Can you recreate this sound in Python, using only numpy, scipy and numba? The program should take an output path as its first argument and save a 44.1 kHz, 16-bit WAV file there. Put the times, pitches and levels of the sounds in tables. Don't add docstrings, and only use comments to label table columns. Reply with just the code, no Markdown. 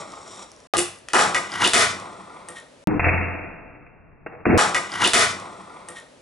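import sys
import numpy as np
from scipy import signal
from scipy.fft import rfft, irfft
from scipy.io import wavfile
from scipy.ndimage import uniform_filter1d, minimum_filter1d
from numba import njit

SR = 44100
rng = np.random.default_rng(int(sys.argv[2]) if len(sys.argv) > 2 else 0)


def bounce(signal):
    frames = np.transpose(np.atleast_2d(signal))
    limited = np.clip(frames, -1, 1)
    pcm = np.round(limited * 32767).astype(np.int16)
    wavfile.write(sys.argv[1], SR, pcm)


N = 273861
LENGTH = 131072

# pitch in Hz, width in Hz, relative level in dB.
DESK_RUMBLE = [(102, 22, 2), (204, 57, 7), (319.5, 215, 12)]


def undb(db):
    return 10 ** (np.asarray(db) / 20)


def unit(x):
    return x / np.sqrt(np.mean(x ** 2))


def resonate(x, peaks):
    out = 0
    for hz, width, db in peaks:
        band = signal.iirpeak(hz, hz / width / 1.5, SR)
        twice = signal.lfilter(*band, signal.lfilter(*band, x))
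        out = out + undb(db) / np.sqrt(width) * twice
    return unit(out)


def grit(lump_db, lump_hz=120):
    hold = int(SR / lump_hz)
    steps = np.repeat(rng.standard_normal(LENGTH // hold + 1), hold)
    lumps = uniform_filter1d(steps, hold)[:LENGTH]
    return rng.standard_normal(LENGTH) * undb(lump_db * lumps)


def strokes(rows):
    t = np.arange(LENGTH) / SR
    return sum(undb(db + np.minimum(swell * (t - s), fade * (s - t))) for s, db, swell, fade in rows)


def ring(modes, weight_db, signs, t):
    hz, db, t60 = np.transpose(modes)[:, :, None]
    waves = np.sin(2 * np.pi * hz * t) * np.exp(-np.log(1000) * t / t60)
    strength = signs[:len(modes), None] * undb(db + weight_db)
    return np.sum(strength * waves, axis=0) / np.sqrt(len(modes))


def blows(spread_oct=0.77, crack_s=0.0024):
    # start in seconds, kind of contact, blow level in dB, favoured deck pitch in Hz,
    # crack level in dB relative to the blow.
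    blow_rows = [(0.701, "clack", 4, 1200, -12), (0.7686, "pop", -7, 3100, 7.5),
                 (0.7802, "tick", -23, 2960, 15.5), (.792, "tick", -22, 3010, 12),
                 (.957, "tick", -56, 2000, 13), (.986, "tick", -51, 2000, 7.5),
                 (1.0855, "clack", -24, 1723, -0.5), (1.1335, "land", -9, 2970, 2.5),
                 (1.136, "land", 6, 1100, -14), (1.146, "clack", -4.5, 1000, -7),
                 (1.176, "land", -3, 1423, -1.5), (1.346, "clack", -3, 1741, -3),
                 (1.350, "axle", -18.5, 1970, 20), (1.387, "axle", -34, 1970, 10),
                 (1.5185, "axle", -28, 5120, 7.5), (1.618, "axle", -24, 2850, 12),
                 (1.6413, "land", -8.5, 3024, -0.5), (1.647, "axle", -16, 2850, 15),
                 (1.659, "axle", -21, 4890, 7.5), (1.674, "tick", -15.5, 2155, 5),
                 (1.7341, "land", 8.5, 1660, 1), (1.7404, "land", 1, 1492, -15.5),
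                 (1.999, "clack", -33, 1204, 2.5), (2.486, "tick", -34, 1742, 8),
                 (2.491, "axle", -44, 8610, 14), (2.502, "axle", -44, 8695, 9),
                 (2.585, "tick", -50, 1900, 9), (2.6, "tick", -52, 1900, 12)]
    contacts = {"pop": (1, -11, 8800, 1.33, -1), "land": (-38, -12.5, 6498.5, 1.16, 5.5),
                "clack": (-27, -24, 6000, 1.16, -1.5), "tick": (-19.5, -23.5, 9200, 2.5, -3),
                "axle": (-30, -23.5, 0, 25, -4.5)}
    # pitch in Hz, relative level in dB, time to fade by 60 dB in seconds.
    deck_modes = [(817, 1, 0.025), (1017, -8, 0.046), (1223, 4.5, 0.016), (1480, 2, 0.012),
                  (1729, 3.5, 0.012), (1970, 2.5, 0.019), (2526, 6, 0.0092), (2955, 7.5, 0.011),
                  (3500, 5, 0.013), (5230, -33.5, .02)]
    ledge_modes = [(105, -30.5, 0.45), (181.4, -23.5, 0.18), (352, -2.5, 0.23), (400, -11, .12),
                   (508, -3, 0.045)]
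    thud_modes = [(231, -12.5, .04), (427, -1.5, .02), (661, 2.5, .016)]
    ledge_room_db = -10.5

    direct, spread = np.zeros(LENGTH), np.zeros(LENGTH)
    t = np.arange(8192) / SR
    for s, contact, blow_db, deck_hz, crack_db in blow_rows:
        ledge_db, thud_db, crack_hz, q, room_db = contacts[contact]
        signs = undb(1.5 * rng.standard_normal(16)) * rng.choice([-1, 1], 16)
        noise = rng.standard_normal(len(t))

        octaves_off = np.log2(np.array(deck_modes)[:, :1] / deck_hz)
        favour_db = -6 * (octaves_off / spread_oct) ** 2
        deck = ring(deck_modes, favour_db, signs, t)
        deck += ring(thud_modes, thud_db, signs, t)
        ledge = ring(ledge_modes, ledge_db, np.abs(signs), t)

        colour = signal.iirpeak(min(crack_hz or deck_hz, 11000), max(q, .5), SR)
        crack_db += 10 * np.log10(q)
        crack = undb(crack_db) * signal.lfilter(*colour, noise * np.exp(-t / crack_s))
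        click = undb(crack_db) * signal.lfilter(*colour, t == 0) * np.sqrt(crack_s * SR / 2)

        here = slice(int(s * SR), int(s * SR) + len(t))
        direct[here] += (deck + ledge + crack) * undb(blow_db)
        spread[here] += (deck + undb(ledge_room_db) * ledge + click) * undb(blow_db + room_db)
    return direct, spread


def gains(tables, fade_s=0.03):
    t, out = np.arange(LENGTH) / SR, 0
    for table in tables:
        s, main_db, rel_db = np.transpose(table)
        inside = np.clip(np.minimum(t - s[0], s[-1] - t) / fade_s + 1, 0, 1)
        out = out + inside * undb([np.interp(t, s, db) for db in (main_db, main_db + rel_db)])
    return out


def rolling():
    # time in seconds, hum in dB, hiss in dB relative to the hum.
    stretches = [
        [(0.0, -32, -8.5), (0.04, -43.5, -8.5), (0.265, -46, -5.5), (0.28, -46.5, 0.5), (0.425, -44.5, -0.5),
         (0.46, -58.5, -3), (0.67, -62, -4.5)],
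        [(1.2, -21.5, -5), (1.34, -35, -13), (1.352, -26.5, -10.5), (1.5, -48, -4)],
        [(1.9, -33.5, -6), (1.99, -40.5, -17), (2.08, -40.5, -17), (2.47, -49, -25), (2.5, -43.5, -22),
         (2.6, -53, -2), (2.7, -69.5, -20)],
    ]
    # pitch in Hz, width in Hz, relative level in dB.
    hum_peaks = [(730, 270, -1.5), (887, 180, -1.5), (1050, 140, 1.5), (1180, 240, -1.5), (1818, 500, -5),
                 (3100, 640, -13)]
    hiss_peaks = [(3650, 610, 16.5), (5740, 450, 18.5), (7180, 1700, 21), (5000, 5500, -13.5)]
    whine_peaks = [(8630, 700, 21), (10200, 4500, -25)]
    tick_peaks = [(3600, 1400, -8), (5750, 1400, 3), (9500, 3500, -1)]
    # start in seconds, peak level in dB.
    tick_rows = [(0.1208, -32), (0.2768, -37), (0.3611, -34), (0.4394, -37.5), (0.5171, -32), (0.5635, -40),
                 (0.603, -40.5)]
    rumble_db, whine_db = -7.5, -21

    hum, hiss = gains(stretches)
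    rumble, whine = undb(rumble_db) * hum, undb(whine_db) * hum
    out = hum * resonate(grit(3.5), hum_peaks)
    out += rumble * resonate(grit(1.5), DESK_RUMBLE)
    out += hiss * resonate(grit(3.), hiss_peaks)
    out += whine * resonate(grit(2.), whine_peaks)

    tick = resonate(np.arange(512) == 0, tick_peaks)
    for s, db in tick_rows:
        out[int(s * SR):int(s * SR) + len(tick)] += undb(db) * tick / tick.max()
    return out


def grinding():
    # peak time in seconds, peak level in dB, swell in dB per second, fade in dB per second.
    grind_rows = [(1.638, -17, 143.5, 271)]
    # pitch in Hz, width in Hz, relative level in dB.
    truck_peaks = [(1100, 840, 11.5), (1443, 300, -2.5), (1924, 110, 4.5), (2130, 320, -6.5),
                   (2850, 400, 1), (3380, 280, -11.5), (2000, 3100, 6.5)]
    truck_hiss_peaks = [(5100, 3200, -0.5), (9440, 6100, 0.5)]
    hiss_db, rumble_db = -12.5, -10.5

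    drag = grit(4., lump_hz=220)
    trucks = resonate(drag, truck_peaks)
    trucks = trucks + undb(hiss_db) * resonate(drag, truck_hiss_peaks)
    trucks = trucks + undb(rumble_db) * resonate(drag, DESK_RUMBLE)
    return strokes(grind_rows) * trucks


def scuffing():
    # peak time in seconds, peak level in dB, swell in dB per second, fade in dB per second.
    scuff_rows = [(2.489, -44, 3000, 900), (2.52, -44, 1800, 800), (2.56, -44, 1200, 250),
                  (2.585, -41, 400, 700)]
    # pitch in Hz, width in Hz, relative level in dB.
    squeak_peaks = [(1590, 230, -7), (1863, 70, 3), (2074, 250, -8)]
    rub_peaks = [(3540, 1000, 6), (5900, 4400, 4.5), (9500, 3700, -4)]

    squeak = resonate(grit(2.), squeak_peaks)
    rub = undb(-8) * resonate(grit(4.), rub_peaks)
    return strokes(scuff_rows) * (squeak + rub)


def pair(length, like):
    both, apart = rng.standard_normal((2, length))
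    like = np.clip(like, 0, 1)
    return np.sqrt(1 + like) * both + np.sqrt(1 - like) * apart * np.array([[1], [-1]])


def room(gap_s=0.00086, build_s=0.0019, patchy_db=3.0, even_s=0.066):
    # middle of the octave in Hz, time to fade by 60 dB in seconds, relative tail level in dB,
    # likeness of left and right from 0 to 1.
    octaves = [(59.4, 0.14, -2, 0.93), (125.4, 0.8, -2.5, 0.95), (252, 0.34, -0.5, 0.9),
               (540, 0.32, 3.5, 0.86), (1000, 0.42, 1, 0.7), (2000, 0.41, 0, 0.6), (3940, 0.38, 1, 0.7),
               (7930, 0.32, -1.5, 0.7)]
    t, tail = np.arange(32768) / SR, 0
    build = 1 - np.exp(-np.maximum(t - gap_s, 0) / build_s)
    slaps = np.repeat(rng.standard_normal(len(t) // 64), 64)
    build *= undb(patchy_db * slaps * np.exp(-t / even_s))
    for hz, t60, db, like in octaves:
        edges = [hz / np.sqrt(2), hz * np.sqrt(2) if hz < 6000 else 16000]
        bandpass = signal.butter(2, edges, "band", fs=SR, output="sos")
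        band = signal.sosfilt(bandpass, build * pair(len(t), like))
        decay = np.exp(-np.log(1000) * t / t60)
        tail = tail + band * undb(db) * decay * np.sqrt(np.log(1000) / t60 / SR)
    return tail


def air():
    # pitch in Hz, relative level in dB per Hz.
    spectrum = np.array([(18, -55), (30, -9), (206, -11.5), (239, -6.5), (298, -9), (443, -7), (642, -5),
                         (709, -14), (11000, -30), (14300, -47.5), (22000, -120)])
    level_db = -51

    hz = np.fft.rfftfreq(LENGTH, 1 / SR)[1:]
    both, apart = rfft(rng.standard_normal((2, LENGTH)))[:, 1:]
    apart = apart * np.clip(hz / 900, .15, .6)
    shape = undb(np.interp(np.log(hz), np.log(spectrum[:, 0]), spectrum[:, 1]))
    sides = shape * np.array([both + apart, both - apart])
    sides = np.pad(sides, ((0, 0), (1, 0)))
    return undb(level_db) * unit(irfft(sides))


def ports(heard):
    # pitch in Hz, lead of the left port in radians, how much louder the left port is in dB.
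    port_rows = [(60, 0.1, 1.2), (300, 0.81, 1.4), (800, 0.82, 1.3), (2100, 0.98, 1.5), (3360, 0.4, 1.5),
                 (6000, 0.2, 0.2), (10910, .15, 0.4)]
    hz, lead, louder_db = np.transpose(port_rows)
    at = np.log(np.fft.rfftfreq(LENGTH, 1 / SR) + 1)
    louder = undb(np.interp(at, np.log(hz), louder_db) / 2)
    half = louder * np.exp(.5j * np.interp(at, np.log(hz), lead))
    return irfft(rfft(heard) * [half, 1 / half])


def scene():
    roll_room_db, scrape_room_db = -4.5, -7
    direct, spread = blows()
    roll = rolling()
    scrape = grinding() + scuffing()
    spread = spread + undb(roll_room_db) * roll + undb(scrape_room_db) * scrape
    echoes = signal.fftconvolve(spread[None], room())[:, :LENGTH]
    heard = ports(direct + roll + scrape + echoes + air())
    return np.pad(heard, ((0, 0), (0, N - LENGTH)))


@njit
def hold_peaks(x, fall):
    y, e = np.empty(len(x)), 1e-9
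    for i in range(len(x)):
        e = max(x[i], e * fall)
        y[i] = e
    return y


def limit(x):
    limit_db, ratio, ahead_s, release_s = -5.5, 15., .002, .007
    ahead = int(ahead_s * SR)
    peak = -minimum_filter1d(-np.abs(x).max(axis=0), 2 * ahead + 1)
    held = hold_peaks(peak, np.exp(-1 / (release_s * SR)))
    over = np.maximum(held / undb(limit_db), 1)
    return x * np.exp(uniform_filter1d(-np.log(over), ahead) * (1 - 1 / ratio))


def record(dry):
    # start in seconds, end in seconds, scene time at the start in seconds, speed (1 is normal).
    edit = [(0, .6715, 0, 1), (.7373, 2.841, .7373, 1), (2.8727, 4.5767, .73817, .25),
            (4.5767, 6.3, 1.17677, 1)]
    top_hz, bottom_hz = 11000, 45
    top = signal.ellip(12, .2, 80, top_hz, fs=SR, output="sos")
    bottom = signal.butter(2, bottom_hz, "high", fs=SR, output="sos")
    tape = signal.sosfilt(top, limit(signal.sosfilt(bottom, dry[:, :LENGTH])))
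    out = np.zeros_like(dry)
    for start, end, source, speed in edit:
        a, b = int(start * SR), min(int(end * SR), N)
        slow = int(1 / speed)
        played = signal.resample_poly(tape, slow, 1, axis=1, window=("kaiser", 9.))
        first = int(source * SR * slow)
        out[:, a:b] = played[:, first:first + b - a]
    return signal.sosfilt(signal.ellip(8, .1, 70, 16000, fs=SR, output="sos"), out)


dry = scene()
out = record(dry)
bounce(out)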